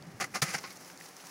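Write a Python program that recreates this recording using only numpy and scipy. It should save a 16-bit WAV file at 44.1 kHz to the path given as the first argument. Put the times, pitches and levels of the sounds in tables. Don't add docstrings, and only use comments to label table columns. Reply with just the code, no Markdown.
import sys
import numpy as np
from scipy import signal
from scipy.io import wavfile

SR = 44100
rng = np.random.default_rng(int(sys.argv[2]) if len(sys.argv) > 2 else 0)


def transcribe(u):
    v = np.clip(np.atleast_2d(u).T, -1, 1)
    q = np.round(v * 32767).astype(np.int16)
    wavfile.write(sys.argv[1], SR, q)


N = 57330

# t/s, rise/s, hold/s, time to fade 60 dB/s, hollow level/dB, crisp level/dB,
# treble tilt/(dB per octave), low tone f/Hz, its level/dB, high tone f/Hz, its level/dB
CRUNCHES = [ (0.2, 0.00093, 0.0028, 0.017, -37, -40.5, -5, 844, -42, 1920, -45),
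            (0.2036, 0.003, 0.021, 0.11, -32, -38, -14, 791, -45.5, 1200, -41.5),
            (0.239, 0.0022, 0.0031, 0.058, -35, -45.5, -7, 1180, -49, 2020, -40.5),
            (0.3383, 0.01, 0.0023, 0.14, -33, -39.5, -10, 834, -47, 1406, -43.5),
            (0.351, 0.0054, 0.0027, 0.11, -35.5, -36, -16, 743, -41.5, 1203, -37),
            (0.363, 0.0016, 0.0051, 0.041, -47.5, -56, -10, 627, -42.5, 2077, -38.5),
            (0.4166, 0.0061, 0.01, 0.05, -26, -27.5, -8, 537, -46.5, 1762, -36.5),
            (0.538, 0.0085, 0.008, 0.038, -33.5, -34, -20, 815, -41, 1590, -39),
            (0.5832, 0.0017, 0.0039, .03, -53, -39, -25, 1430, -62, 2090, -44),
            (0.635, 0.0051, 0.0035, 0.13, -41, -43, -38, 1075, -46, 1454, -52),
            (0.702, 0.006, 0.0015, 0.064, -67, -46.5, -33, 1480, -68, 2190, -50.5)]

def crunches():
    out = np.zeros(N)
    hollow_length = 0.85
    for start, rise, hold, fade, hollow_db, crisp_db, tilt, low_hz, low_db, high_hz, high_db in CRUNCHES:
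        crisp = burst(start, rise, hold, fade)
        hollow = burst(start, rise, hold * hollow_length, fade * hollow_length)
        spot = amp(low_db) * tone(start, low_hz) + amp(high_db) * tone(start, high_hz)
        out += fractures(amp(hollow_db) * hollow, amp(crisp_db) * crisp, tilt) + hollow * spot
    return out


# f/Hz, width/Hz, relative level/dB
ICE_RINGS = [(182, 67, -1), (359.4, 16, 4), (535.7, 36, 4.5), (772, 88, 3.5), (1130, 130, -5),
             (1277, 118, 3.5), (1505, 236, -0.5), (1793, 160, 1), (2020, 160, 3), (2310, 135, -0.5)]
# f/Hz, relative level/dB
CRACK_COLOUR = [(60, -48), (300, -8.5), (1500, -1), (2700, -8), (3400, -11), (4500, -0.5), (5500, 4),
                (6800, 5.5), (8200, -1), (9800, 9), (11800, -0.5), (16000, 3)]
CRACKS_PER_S, CRACK_SPREAD_DB = 7000, 3.5

def fractures(hollow_gain, crisp_gain, tilt_db):
    hollow = ring(clicks(CRACKS_PER_S, CRACK_SPREAD_DB), ICE_RINGS)
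    hollow = signal.lfilter(*signal.butter(2, [125, 2570], "bandpass", fs=SR), hollow)
    tilted = [(hz, db + tilt_db * np.log2(max(hz / 5000, 1))) for hz, db in CRACK_COLOUR]
    crisp = colour(clicks(CRACKS_PER_S, CRACK_SPREAD_DB), tilted)
    return hollow_gain * hollow + crisp_gain * crisp


# t/s, level/dB, f/Hz
THUDS = [(0.072, -41.5, 164), (0.141, -45, 116), (.203, -41.5, 177), (0.229, -45, 136), (0.353, -42.5, 196),
         (0.4206, -26.5, 148.7), (0.483, -43, 179), (.542, -38.5, 155), (1.238, -52.5, 167)]

def thuds():
    out = np.zeros(N)
    for start, db, hz in THUDS:
        phase = 2 * np.pi * hz * (np.arange(N) / SR - start)
        shake = np.sin(phase) + amp(-9) * np.sin(1.31 * phase)
        out += amp(db) * burst(start, rise=0.0064, hold=0.0078, fade=0.063) * shake
    return out


# t/s, hollow level/dB, crisp level/dB
SLIDE = [(.415, -82, -85), (.44, -42, -43.5), (.47, -43.5, -43), (.485, -39.5, -43), (.508, -42, -38.5),
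         (.525, -46.5, -44.5), (.54, -38, -39), (.57, -45, -46.5), (.605, -60.5, -66), (.67, -51, -56),
         (.745, -76, -70), (1.3, -69, -61)]

def slide():
    hollow, crisp = level(SLIDE, column=1), level(SLIDE, column=2)
    ring_hz, width_hz = 2095, 220
    scrape = ring(clicks(CRACKS_PER_S, CRACK_SPREAD_DB), [(ring_hz, width_hz, 0)])
    return fractures(hollow, crisp, tilt_db=-12) + amp(-3.5) * hollow * scrape


# t/s, level/dB, f/Hz, time to fade 60 dB/s
CHIPS = [(.024, -48.5, 4660, 0.013), (0.2092, -32, 5200, 0.033), (0.212, -34, 6000, 0.025),
         (0.2435, -35, 6130, 0.0093), (0.3561, -35.5, 5600, .016), (0.4187, -24, 4300, 0.029),
         (.4222, -32.5, 3630, 0.087), (0.544, -38, 5200, 0.013), (0.5815, -39.5, 5600, 0.017),
         (.5855, -49, 5940, 0.0073), (0.725, -49, 9600, 0.023), (0.771, -44, 6220, 0.011),
         (0.847, -48.5, 5940, 0.01), (0.8999, -41.5, 1810, .015), (.975, -42.5, 5850, 0.006),
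         (1.0103, -42, 1820, 0.0095), (1.0617, -49, 5500, 0.018), (1.086, -57, 6160, 0.018),
         (1.1664, -45, 6200, 0.0091), (1.201, -50, 3100, .03), (1.239, -45.5, 1310, 0.015),
         (1.269, -45, 5500, 0.023)]

def chips():
    out = np.zeros(N)
    spread = 1.17
    for start, db, hz, fade in CHIPS:
        band = signal.butter(1, [hz / spread, hz * spread], "bandpass", fs=SR)
        grit = unit(signal.lfilter(*band, rng.standard_normal(N)))
        tick = unit(grit + amp(-14) * tone(start, hz))
        out += amp(db) * burst(start, rise=0.0004, hold=0.0005, fade=fade) * tick
    return out


# t/s, level/dB
TRICKLE = [(0, -65), (.33, -58), (.6, -51.5), (.75, -54.5), (.88, -53), (.95, -57), (1.055, -51),
           (1.135, -58), (1.21, -54), (1.3, -49.5)]
# f/Hz, relative level/dB
TRICKLE_COLOUR = [(200, -11), (800, 10), (2200, 3.5), (3500, 1), (5700, 9.5), (8200, 0.5), (10000, 3.5),
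                  (12000, -2), (16000, -1)]

def trickle():
    clump_s, clump_db = 0.005, 2
    clumps = unit(signal.lfilter([1], [1, -np.exp(-1 / (clump_s * SR))], rng.standard_normal(N)))
    grains = amp(clump_db * clumps) * clicks(per_s=12000, spread_db=1.5)
    return level(TRICKLE) * colour(grains, TRICKLE_COLOUR)


def echoes(sound):
    tail = clicks(per_s=2000, spread_db=0) * burst(start=0.0023, rise=0.0028, hold=0, fade=0.058)
    return amp(-42) * signal.fftconvolve(sound, tail / np.linalg.norm(tail))[:N]


# t/s, level/dB
WIND = [(0, -52.5), (.1, -56.5), (.35, -55), (.41, -61), (.56, -57.5), (.68, -59.5), (1.3, -80)]
# f/Hz, relative level/dB
WIND_COLOUR = [(25, -28), (60, -27.5), (110, -9), (180, -5.5), (260, -11), (600, -21.5), (3000, -84)]

def wind():
    return level(WIND) * colour(rng.standard_normal(N), WIND_COLOUR)


# f/Hz, relative level/dB
HISS_COLOUR = [(25, -31), (70, -24), (120, -10.5), (180, 1.5), (230, -9.5), (300, 1.5), (420, -0.5),
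               (750, -2), (1000, -4.5), (2000, -4.5), (3300, -16.5), (6000, -17.5), (11000, -28.5),
               (16000, -57)]
# f/Hz, width/Hz, relative level/dB
AIR_TONES = [(184.7, 9.4, 1.5), (268.4, 15, -2), (768, 8.3, -1.5)]

def air():
    hiss, hum = rng.standard_normal((2, N))
    return amp(-56) * colour(hiss, HISS_COLOUR) + amp(-64.5) * ring(hum, AIR_TONES)


def amp(db):
    return 10 ** (np.asarray(db) / 20)


def unit(x):
    return x / np.sqrt(np.mean(x ** 2) + 1e-20)


def level(points, column=1):
    columns = np.transpose(points)
    return amp(np.interp(np.arange(N) / SR, columns[0], columns[column]))


def colour(x, points):
    hz, db = np.transpose(points)
    f = abs(np.fft.fftfreq(4096, 1 / SR))
    log_gain = np.log(amp(np.interp(np.log(f + 1), np.log(hz), db)))
    taps = np.fft.ifft(np.exp(np.conj(signal.hilbert(log_gain)))).real
    return unit(signal.fftconvolve(x, taps[:len(taps) // 2])[:N])


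def ring(x, pitches):
    return unit(sum(amp(db) * signal.lfilter(*signal.iirpeak(hz, hz / width, SR), x)
                    for hz, width, db in pitches))


def clicks(per_s, spread_db):
    size = amp(spread_db * np.minimum(rng.exponential(1, N), 3))
    return size * rng.choice([-1, 1], N) * (rng.random(N) < per_s / SR)


def burst(start, rise, hold, fade):
    t = np.arange(N) / SR - start
    return np.clip(t / rise, 0, 1) * np.exp(-np.log(1000) * np.maximum(t - rise - hold, 0) / fade)


def tone(start, hz):
    return unit(np.sin(2 * np.pi * hz * (np.arange(N) / SR - start)))


def scene():
    ice = crunches() + thuds() + slide() + chips() + trickle()
    return (ice + echoes(ice) + air() + wind())[None]


def record(dry):
    dip_at_s, dip_width_s, dip_db = 0.4122, 0.0022, -22
    ceiling, top_hz = 0.22, 15850
    dip = amp(dip_db * np.exp(-((np.arange(N) / SR - dip_at_s) / dip_width_s) ** 2))
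    rounded = ceiling * np.tanh(dry * dip / ceiling)
    low_pass = signal.firwin(401, top_hz, window=("kaiser", 9), fs=SR)
    return signal.oaconvolve(rounded, low_pass[None], "same")


dry = scene()
out = record(dry)
transcribe(out)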